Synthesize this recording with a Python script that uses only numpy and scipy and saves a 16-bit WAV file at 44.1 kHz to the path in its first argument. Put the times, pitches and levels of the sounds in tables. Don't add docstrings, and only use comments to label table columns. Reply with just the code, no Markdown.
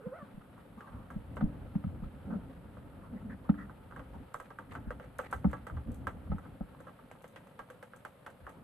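import sys
import numpy as np
from scipy import signal
from scipy.fft import rfft, irfft, next_fast_len
from scipy.io import wavfile
from scipy.ndimage import uniform_filter1d

SR = 44100
rng = np.random.default_rng(int(sys.argv[2]) if len(sys.argv) > 2 else 0)


def dump_mix(stems):
    frames = np.atleast_2d(stems).T
    limited = np.clip(frames, -1, 1)
    pcm = np.round(limited * 32767).astype(np.int16)
    wavfile.write(sys.argv[1], SR, pcm)


N = 380927

# start in seconds, level in dB, pitch of the dent in Hz, crack in dB,
# spray in dB, shell ring over the dent in dB, hollow low modes over the other modes in dB.
CASE_DROPS = [(0.579, -47, 1170, -75, -80, -3, -14), (0.807, -40, 1380, -60.5, -78, -4, -7),
              (0.873, -44.5, 1110, -78, -90, 2, -1), (1.103, -38, 1230, -64, -69, 0, -14),
              (1.3683, -34, 1230, -56, -69, 7, -1.5), (1.658, -45.5, 1342, -79, -89, 2, 9.5),
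              (2.77, -43.5, 1280, -78, -88, -5, 4), (3.542, -44.5, 1460, -77, -92.5, 0.5, -14),
              (3.696, -39.5, 1290, -78, -85, -2.5, -2.5), (3.911, -44, 1300, -64, -92, 0, -6),
              (3.923, -40, 1270, -72, -100.5, -6, -26), (3.962, -39, 1520, -60, -70.5, 2.5, -10),
              (3.994, -41.5, 1270, -58, -84, 8, 1), (4.344, -25.5, 1200, -56, -75, -5, -9),
              (4.4, -34.5, 1170, -55.5, -62.5, -2, -30), (4.504, -41.5, 1400, -61, -84, 7, -14),
              (4.587, -32, 1380, -59, -70, -2.5, -4.5), (4.719, -40.5, 1250, -72, -82, 1, -10),
              (4.752, -31.5, 1320, -52.5, -68, -4, -27), (4.906, -29.5, 1340, -54, -69, -5.5, 5),
              (4.998, -40, 1330, -57.5, -89, -1, 9.5), (5.041, -45.5, 1300, -66, -92, 3, 10),
              (5.19, -26.5, 1450, -53.5, -65, -3.5, 1.5), (5.327, -23, 1260, -46.5, -55, -3.5, -5),
              (5.531, -31, 1240, -53.5, -69, 3, -1.5), (5.668, -35.5, 1290, -53, -62, -1, -4),
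              (5.699, -36, 1360, -66, -91, -4.5, -16), (5.768, -41.5, 1220, -62, -80.5, 9, -20),
              (6.07, -23.5, 1270, -46, -59.5, -2, -27), (6.383, -38, 1330, -76, -72, -4.5, -14),
              (6.451, -48, 1430, -83, -88, 3, -9), (6.748, -44.5, 990, -72, -90, -12, -9),
              (6.803, -42.5, 1220, -79, -69.5, 0, 3.5), (6.869, -41, 1180, -68, -78, 4, -1.5),
              (6.883, -44.5, 1310, -72, -88, -0.5, -15), (6.894, -49, 1210, -78, -84, -6, -23),
              (6.99, -49, 1320, -72, -102, 1, -18), (7.1133, -38.5, 780, -54, -66, -7.5, 5),
              (7.242, -39.5, 840, -56, -71, -2.5, 8), (7.3605, -42, 1000, -53.5, -68.5, -2, 4),
              (7.47, -48.5, 1000, -66, -74, -4, 6), (7.5917, -35.5, 1160, -54.5, -68, 1, -9),
              (7.701, -40, 1420, -58, -65.5, -6, 6.5), (7.827, -39.5, 1690, -55.5, -65.5, 0, 3),
              (7.935, -39, 1410, -69, -85, -6.5, 2), (8.05, -32.5, 1390, -53, -60, -2.5, -3.5),
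              (8.2637, -38.5, 1440, -52, -65.5, 0, -1), (8.279, -38, 700, -68, -85, -16, 3),
              (8.301, -54, 1600, -67, -71, -4, -4), (8.4672, -34.5, 1410, -57, -77, -3.5, -6.5),
              (8.4925, -45, 1500, -60, -80, 0, -4)]
# start in seconds, spray in dB.
SPLASHES_BESIDE = [(1.358, -58), (4.3404, -44.5), (5.1842, -42), (5.3105, -49), (5.3404, -53),
                   (5.511, -55.5), (5.916, -54), (5.943, -51.5), (7.221, -56), (7.2779, -56),
                   (7.961, -52.5), (8.492, -55.5)]
# start in seconds, length in seconds, level in dB,
# crackle over the patter in dB.
SPATTER_SWELLS = [(4.42, 0.068, -61, -7), (4.69, 0.073, -54, -9), (5.01, 0.057, -59.5, -6),
                  (5.204, 0.055, -54.5, -9), (5.237, 0.051, -52.5, -1), (5.286, 0.067, -53, -13),
                  (5.345, 0.06, -69, -4), (5.47, 0.085, -53.5, -14), (5.544, .06, -61, -7)]
DRIP_S, DRIP_DB, DRIP_FROM_HZ, DRIP_TO_HZ = 2.031, -52, 640, 1460

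# start in seconds, level in dB, pitch in Hz, deep thud in dB.
PLATFORM_BLOWS = [(0.064, -33, 183, -71), (0.223, -41, 191, -78), (0.338, -47, 230, -53),
                  (0.373, -39.5, 175, -56), (1.159, -29.5, 185, -42), (1.421, -23, 186, -58),
                  (1.434, -20, 209, -31), (1.754, -21.5, 187, -49.5), (1.842, -27.5, 153, -54),
                  (1.864, -29.5, 197, -36), (2.023, -34, 159, -41), (3.494, -14, 210, -40),
                  (4.869, -36.5, 222, -37), (5.447, -17, 190, -41), (5.463, -20.5, 202, -29),
                  (6.297, -31.5, 167, -31.5), (6.318, -27.5, 169, -38), (6.341, -31.5, 179, -40),
                  (6.607, -29.5, 212, -41)]
# start in seconds, level in dB, tilt in dB per octave.
HARD_CONTACTS = [(1.408, -33.5, 0.5), (1.752, -45.5, 1), (1.839, -44, 2.5), (2.304, -43.5, -3),
                 (2.335, -46, -7), (3.4917, -31.5, 1), (5.443, -30, -3.5), (6.317, -35, -0.5),
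                 (6.607, -41.5, -7)]
# start in seconds, length in seconds, judder in dB, deep sway in dB.
LEANS = [(0.768, 0.028, -45.5, -60), (0.875, 0.19, -52, -49.5), (1.368, 0.149, -37.5, -41),
         (2.063, 0.026, -56, -39), (2.25, 0.16, -35.5, -47), (3.103, 0.085, -41, -69),
         (3.217, 0.15, -40.5, -50), (3.505, 0.17, -47, -57), (4.105, 0.1, -50.5, -49),
         (5.312, 0.12, -55, -44), (5.708, 0.12, -52.5, -37), (5.854, 0.089, -39.5, -39),
         (8.408, 0.076, -71, -50.5)]
# time in seconds, effort in dB.
EFFORT = [(0.0, -56), (0.68, -56.5), (1.61, -44), (2.95, -50), (3.43, -48.5), (3.82, -50), (4.23, -49),
          (4.4, -62), (4.64, -53), (4.83, -47.5), (5.19, -51), (5.65, -47.5), (6.08, -45.5), (7.11, -60),
          (8.2, -67), (8.63, -54.5)]
USUAL_EFFORT_DB, RUMBLE_SLOPE, SWAY_SLOPE, RUSTLE_SLOPE = -52.5, 0.78, 1.56, 0.7
# start in seconds, length in seconds, centre in Hz, level in dB,
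# width as a share of the centre.
SLEEVE_RUBS = [(0.0, 0.34, 1400, -64.5, .38), (0.77, 0.17, 1140, -57, .22),
               (0.901, 0.21, 1190, -60.5, 0.37), (2.297, 0.092, 1350, -54.5, 0.4),
               (3.022, 0.089, 1200, -59.5, .38), (3.157, 0.037, 1870, -63, .3),
               (3.293, 0.067, 1710, -54.5, 0.42), (3.441, 0.031, 1100, -57, .38),
               (3.573, 0.094, 1860, -55.5, 0.16), (3.579, 0.1, 1340, -55.5, .25),
               (4.134, 0.054, 860, -53, 0.51), (4.839, 0.12, 1500, -65, .38), (6.416, .08, 1380, -66, 0.35)]
# time in seconds, slip rate in Hz, level in dB, overtones in dB.
SEAT_SQUEAK = [(0, 538, -47.5, -22), (0.012, 516, -54, -21), (0.025, 385, -54, -26), (0.042, 443, -50, -24),
               (0.066, 503, -37, -23), (0.104, 517, -63, -19), (0.126, 520.5, -40, -17),
               (0.144, 611, -46.5, -7.5), (0.178, 706, -50, -3), (0.205, 591, -53.5, -1),
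               (0.224, 569, -56, 6.5), (0.245, 580, -78, 2)]

# pitch in Hz, level in dB, t60 in seconds,
# left minus right in dB, left lead in radians.
CASE_RING = [(503.3, -2, 0.066, 0.5, 0.45), (569, -4, 0.04, 5.5, 0.46), (752, -10.5, 0.14, 12.5, 2.4),
             (872, -10.5, 0.2, 12.5, -1.5), (1032, 1.5, 0.038, -12, -0.42), (1161, -4, 0.081, -20, -0.25),
             (1138, -9, 0.11, -1, -0.17), (1306, -1.5, 0.11, -9, -0.6), (1592, 0.5, 0.092, -1, 0.15),
             (1540, 1.5, 0.047, -1, -0.48), (1622, -6.5, 0.048, -8, .3), (1792, -13.5, 0.091, 10, 0),
             (1950, -23, 0.026, -7.5, 0), (1960, -14, 0.093, -6.5, 0.32)]
MOUNT_RING = [(423, -9, 0.016, -5, 1), (565, -5, 0.057, 1, 1), (742, -7.5, 0.074, 10.5, 0.86),
              (777, -8, 0.069, 10.5, 0.15), (875, -10.5, 0.08, 13, 0.38), (1300, -3, 0.053, -2.5, 0.18),
              (1520, -9, 0.028, -8, 0.17)]
WET_T60_S = 0.15
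# pitch in Hz, level in dB, t60 in seconds.
PLATFORM_RING = [(176, -2, 0.15), (202, 2, 0.15), (291, -9.5, 0.39)]

# frequency in Hz, level in dB per Hz.
SHELL_SPECTRUM = [(250, -2.5), (400, 0.5), (510, 7), (660, 0), (850, 4.5), (1050, -2), (1300, 3),
                  (1650, -9.5), (2050, -10), (2350, -21.5), (3500, -26.5), (7000, -60)]
CRACK_SPECTRUM = [(300, -37), (900, -22), (1900, 13.5), (2400, 0.5), (3000, 4), (3800, -10.5), (5200, -15),
                  (7000, -18.5), (14000, -39.5)]
CRACKLE_SPECTRUM = [(500, -20), (1200, -3), (2000, 6.5), (3200, -9), (4200, -12), (6000, -33), (13000, -40)]
SPRAY_SPECTRUM = [(1500, -6), (3500, -2), (5400, -11.5), (6300, 1), (6900, -5), (7600, 4), (10000, -0.5),
                  (13000, 0)]
RUMBLE_SPECTRUM = [(60, -32.5), (110, -3.5), (160, -1), (215, -3), (275, -2.5), (330, -12), (420, -18.5),
                   (520, -16.5), (750, -19.5), (1500, -71), (4000, -94)]
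SWAY_SPECTRUM = [(15, -16), (30, -1), (55, 15.5), (90, 15), (130, 9.5), (250, -55), (1000, -82)]
JUDDER_SPECTRUM = [(70, -33.5), (130, -31), (170, 0), (220, 4.5), (270, -3), (330, -23), (520, -17),
                   (900, -34.5), (2000, -85)]
RUSTLE_SPECTRUM = [(250, -23), (400, 7.5), (520, -7), (650, -11), (880, 4), (1050, -7), (1300, 1.5),
                   (1600, -5.5), (2200, -16.5), (3200, -19.5), (5000, -54), (8000, -55)]
PATTER_SPECTRUM = [(25, -19.5), (60, -12), (110, 0), (190, -2), (270, -13.5), (325, -18.5), (440, -11.5),
                   (520, -0.5), (650, -10), (1300, -15.5), (2000, -20.5), (3200, -25), (4200, -32),
                   (5500, -44.5)]
HISS_SPECTRUM = [(1000, -10.5), (2600, -2.5), (3500, -1.5), (5000, -7), (6500, -16), (7800, -1), (10000, 2),
                 (12000, 5.5), (13000, -3.5)]

# frequency in Hz, correlation from -1 to 1.
MIC_CORRELATION = [(30, 0.85), (110, 0.91), (280, 0.9), (600, 0.44), (1300, 0.58), (3000, 0.22),
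                   (7000, 0.46), (13000, 0.011)]
TOP_HZ = 13100


def case_taps(gain_db=-5.5, dent_s=0.00046, dent_side_db=-2.5, dense_db=-5, dense_t60=0.12,
              crack_db=6, crack_t60=0.11, rebound_db=-19, rebound_s=0.02):
    out, t = np.zeros((2, N)), seconds(count=8000)
    for s, db, hz, sharp_db, _, shell_db, low_db in CASE_DROPS:
        dent = (t / dent_s) ** 2 * np.exp(-t / dent_s) * np.sin(2 * np.pi * hz * t)
        modes = ring(t, CASE_RING, low_db, contact_s=0.002)
        dense = noise_burst(t, SHELL_SPECTRUM, fade(t, dense_t60) * (1 - np.exp(-t / 0.004)))
        shell = undb(shell_db) * (modes + undb(dense_db) * unit_peak(dense))
        body = undb(db + gain_db) * unit_peak(pan(dent_side_db) * unit_peak(dent) + shell)
        crack = noise_burst(t, CRACK_SPECTRUM, fade(t, crack_t60) + fade(t, 0.014))
        add(out, s, body + undb(gain_db + sharp_db + crack_db) * unit_peak(crack))
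        for k, (delay, size) in enumerate(rng.random((2, 2))):
            add(out, s + rebound_s * (k + 0.5 + delay), undb(rebound_db) * size * body)
    return out


def bursts_of_spray(gain_db=4, beside_db=-7, burst_t60=0.021, spray_db=-12, spray_t60=0.24, grain_db=3):
    out, t = np.zeros((2, N)), seconds(count=8000)
    bursts = [(s, db + gain_db) for s, _, _, _, db, *_ in CASE_DROPS]
    bursts += [(s, db + beside_db) for s, db in SPLASHES_BESIDE]
    for s, db in bursts:
        droplets = undb(grain_db * np.repeat(rng.standard_normal(len(t) // 80), 80))
        fizz = undb(spray_db) * droplets * fade(t, spray_t60)
        shape = (fade(t, burst_t60) + fizz) * (1 - np.exp(-t / 0.00091))
        spray = colour(rng.standard_normal((2, len(t))) * shape, SPRAY_SPECTRUM)
        add(out, s, undb(db) * pan(0.66) * unit_peak(spray))
    return out


def spatter(drops_per_s=220, size_db=3, drop_t60=0.023, fizz_db=-19):
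    out = np.zeros((2, N))
    patter = shower(drops_per_s, size_db, drop_t60, SHELL_SPECTRUM)
    crackle = shower(drops_per_s, size_db, drop_t60, CRACKLE_SPECTRUM)
    fizz = shower(drops_per_s, size_db, drop_t60, SPRAY_SPECTRUM)
    for s, length, db, crackle_db in SPATTER_SWELLS:
        span = slice(int(s * SR), int((s + length) * SR))
        part = unit(patter[:, span] + undb(crackle_db) * crackle[:, span] + undb(fizz_db) * fizz[:, span])
        add(out, s, undb(db) * part * np.sqrt(np.hanning(part.shape[1])))
    return out


def drizzle(level_db=-71, drops_per_s=34, size_db=1.0, tick_t60=0.05):
    out, t = np.zeros((2, N)), seconds(count=3000)
    contact = 1 - np.exp(-(t / 0.0008) ** 2)
    for when, size in rng.random((int(drops_per_s * N / SR), 2)):
        tick = noise_burst(t, SHELL_SPECTRUM, 1) * contact * (fade(t, tick_t60) + fade(t, 0.0085))
        add(out, when * N / SR, undb(-size_db * np.log(max(size, 0.05))) * tick)
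    return undb(level_db) * unit(out)


def drip(glide_s=0.0074, swell_s=0.0058):
    out, t = np.zeros((2, N)), seconds(count=2500)
    hz = DRIP_TO_HZ + (DRIP_FROM_HZ - DRIP_TO_HZ) * np.exp(-t / glide_s)
    swell = t / swell_s * np.exp(1 - t / swell_s)
    add(out, DRIP_S, undb(DRIP_DB) * pan(2) * swell * np.sin(2 * np.pi * np.cumsum(hz) / SR))
    return out


def platform_knocks(gain_db=-1.0, push_s=0.00673, push_width_s=0.0067, ring_db=-9,
                    thud_hz=60, thud_s=0.012, thud_db=1, lead=0.81, thud_lead=1.0):
    out, t = np.zeros((2, N)), seconds(count=10000)
    ears = np.array([[1], [-1]]) / 2
    onset = 1 - np.exp(-(t / push_s) ** 2)
    for s, db, hz, deep_db in PLATFORM_BLOWS:
        swell = np.exp(-((t - push_s) / push_width_s) ** 2) * (1 - np.exp(-t / 0.0043))
        push = swell * np.cos(2 * np.pi * hz * (t - push_s) + lead * ears)
        modes = onset * sum(undb(mode_db) * fade(t, t60) * np.cos(2 * np.pi * f * (t - push_s) + lead * ears)
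                            for f, mode_db, t60 in PLATFORM_RING)
        rock = unit_peak(unit_peak(push) + undb(ring_db) * unit_peak(modes))
        deep_hz = thud_hz * rng.uniform(0.3, 1.5)
        thud = t * np.exp(-t / thud_s) * np.sin(2 * np.pi * deep_hz * t + thud_lead * ears)
        add(out, s, undb(deep_db + thud_db) * unit_peak(thud) - undb(db + gain_db) * rock)
    return out


def mount_clacks(gain_db=-5, hollow_db=-3, rattle_db=-1.0, rattle_t60=0.068):
    def tilted(table, tilt):
        return [(hz, level + tilt * np.log2(hz / 900), *rest) for hz, level, *rest in table]

    out, t = np.zeros((2, N)), seconds(count=5000)
    for s, db, tilt in HARD_CONTACTS:
        mount = ring(t, tilted(MOUNT_RING, tilt), hollow_db - tilt, contact_s=0.0014)
        shape = fade(t, rattle_t60) * (1 - np.exp(-(t / 0.001) ** 2))
        rattle = noise_burst(t, tilted(SHELL_SPECTRUM, tilt), shape)
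        add(out, s, undb(db + gain_db) * (mount + undb(rattle_db) * unit_peak(rattle)))
    return out


def leans():
    out, judder, sway = np.zeros((2, N)), noise(JUDDER_SPECTRUM), noise(SWAY_SPECTRUM)
    for s, length, judder_db, deep_db in LEANS:
        span = slice(int(s * SR), min(int((s + length) * SR), N))
        sound = undb(judder_db) * unit(judder[:, span]) + undb(deep_db) * unit(sway[:, span])
        add(out, s, pan(0.8) * sound * np.sqrt(np.hanning(sound.shape[1])))
    return out


def fidgeting(rumble_db=-56, sway_db=-59.0, rustle_db=-65, crinkle_db=2.5):
    effort = np.interp(seconds(N), *np.transpose(EFFORT)) - USUAL_EFFORT_DB
    jolts = 2.2 * walk(30)
    rumble = undb(rumble_db + RUMBLE_SLOPE * effort + jolts) * noise(RUMBLE_SPECTRUM)
    sway = undb(sway_db + SWAY_SLOPE * effort + jolts) * noise(SWAY_SPECTRUM)
    cloth_db = rustle_db + RUSTLE_SLOPE * np.minimum(effort, 0) + crinkle_db * walk(85)
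    return pan(0.47) * (rumble + sway) + undb(cloth_db) * noise(RUSTLE_SPECTRUM)


def swishes(attack_s=0.0092, release_share=0.53):
    out = np.zeros((2, N))
    for s, length, hz, db, width in SLEEVE_RUBS:
        band = [(hz / 4, -35), (hz * (1 - width), -9), (hz, 0), (hz * (1 + 0.33 * width), -2),
                (hz * (1 + 0.76 * width), -19), (hz * 3, -45)]
        t = seconds(int(length * SR))
        rub = unit(noise_burst(t, band, 1))
        attack = np.minimum(t / attack_s, 1)
        release = np.minimum((length - t) / (release_share * length), 1)
        add(out, s, undb(db) * rub * attack * release)
    return pan(-1.5) * out


def squeak(gain_db=-1.5, rough_db=1.0, third_db=-10, fourth_db=-24, smear_db=-4,
           frame_hz=508, frame_t60=0.18, frame_db=-2):
    t, tail = seconds(N), seconds(count=9000)
    s, *columns = np.transpose(SEAT_SQUEAK)
    hz, db, bright_db = (np.interp(t, s, column) for column in columns)
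    phase = 2 * np.pi * np.cumsum(hz * (1 + 0.04 * walk(400))) / SR
    overtones = np.sin(2 * phase) + undb(third_db) * np.sin(3 * phase) + undb(fourth_db) * np.sin(4 * phase)
    level = undb(db + gain_db + rough_db * walk(171)) * (t < s[-1])
    tone = level * (np.sin(phase) + undb(bright_db) * overtones)
    smear = rng.standard_normal((2, len(tail))) * fade(tail, 0.16)
    decay = fade(tail, frame_t60)
    resonance = 2 * np.cos(2 * np.pi * frame_hz * tail) * decay / decay.sum()
    frame = undb(smear_db) * smear / np.linalg.norm(smear[0]) + undb(frame_db) * resonance
    return tone + signal.fftconvolve(tone[None], frame, axes=1)[:, :N]


def umbrella(level_db=-60, drops_per_s=260, drop_t60=0.062, wash_db=-1):
    patter = shower(drops_per_s, 0, drop_t60, PATTER_SPECTRUM)
    rain = unit(patter + undb(wash_db) * noise(PATTER_SPECTRUM))
    return rain * undb(level_db + 0.77 * walk(6))


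def microphone_hiss(level_db=-76):
    return undb(level_db) * pan(1.1) * noise(HISS_SPECTRUM)


def ring(t, modes, hollow_db, place_db=2, detune=0.01, contact_s=0.00041):
    low, high = 0, 0
    variations = rng.standard_normal((len(modes), 3))
    for (hz, db, t60, side_db, lead), (size, shift, turn) in zip(modes, variations):
        phase = 2 * np.pi * (hz * (1 + detune * shift) * t + turn) + np.array([[lead], [-lead]]) / 2
        decay = fade(t, min(t60, WET_T60_S))
        mode = undb(db + place_db * size) * pan(side_db) * decay * np.sin(phase)
        if hz < 650:
            low = low + mode
        else:
            high = high + mode
    return (unit_peak(high) + undb(hollow_db) * unit_peak(low)) * (1 - np.exp(-t / contact_s))


def shower(drops_per_s, size_db, t60, spectrum):
    sizes = undb(size_db * rng.exponential(size=N).clip(0, 3))
    drops = (rng.random(N) < drops_per_s / SR) * sizes
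    power = signal.fftconvolve(drops ** 2, fade(seconds(count=3000), t60) ** 2)[:N]
    return unit(colour(np.sqrt(np.abs(power)) * rng.standard_normal((2, N)), spectrum))


def noise_burst(t, spectrum, shape):
    count = len(t) if len(t) >= 3000 else 16384
    return colour(rng.standard_normal((2, count)), spectrum)[:, :len(t)] * shape if count == len(t) else \
        colour(rng.standard_normal((2, count))[:, :len(t)], spectrum) * shape


def noise(spectrum):
    return unit(colour(rng.standard_normal((2, N)), spectrum))


def colour(x, spectrum):
    count = next_fast_len(x.shape[1], real=True)
    alike = np.clip(on_bins(MIC_CORRELATION, count), -0.99, 0.99)
    shaped = rfft(x, count) * undb(on_bins(spectrum, count))
    mid, side = irfft(shaped * np.sqrt([1 + alike, 1 - alike]), count)
    return np.array([mid + side, mid - side])[:, :x.shape[1]]


def on_bins(points, count):
    hz, value = np.transpose(points)
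    return np.interp(np.log(np.fft.rfftfreq(count, 1 / SR) + 1), np.log(hz), value)


def walk(rate):
    k = int(SR / rate)
    steps = np.repeat(rng.standard_normal(N // k + 1), k)
    return unit(uniform_filter1d(uniform_filter1d(steps, k), k)[:N])


def undb(db):
    return 10 ** (np.asarray(db) / 20)


def unit(x):
    return x / np.sqrt(np.mean(x ** 2))


def unit_peak(x):
    return x / np.sqrt(uniform_filter1d(np.mean(np.atleast_2d(x) ** 2, axis=0), size=176).max())


def seconds(count):
    return np.arange(count) / SR


def fade(t, t60):
    return np.exp(-np.log(1000) * t / t60)


def pan(db):
    return undb(np.array([[db], [-db]]) / 2)


def add(out, s, sound):
    start = max(int(s * SR), 0)
    out[:, start:start + sound.shape[1]] += sound[:, :N - start]


def scene():
    rain = case_taps() + bursts_of_spray() + spatter() + drizzle() + drip()
    angler = platform_knocks() + mount_clacks() + leans() + fidgeting() + swishes() + squeak()
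    return rain + angler + umbrella() + microphone_hiss()


def record(dry):
    return signal.sosfilt(signal.ellip(10, 0.2, 70, TOP_HZ, fs=SR, output="sos"), dry)


dry = scene()
out = record(dry)
dump_mix(out)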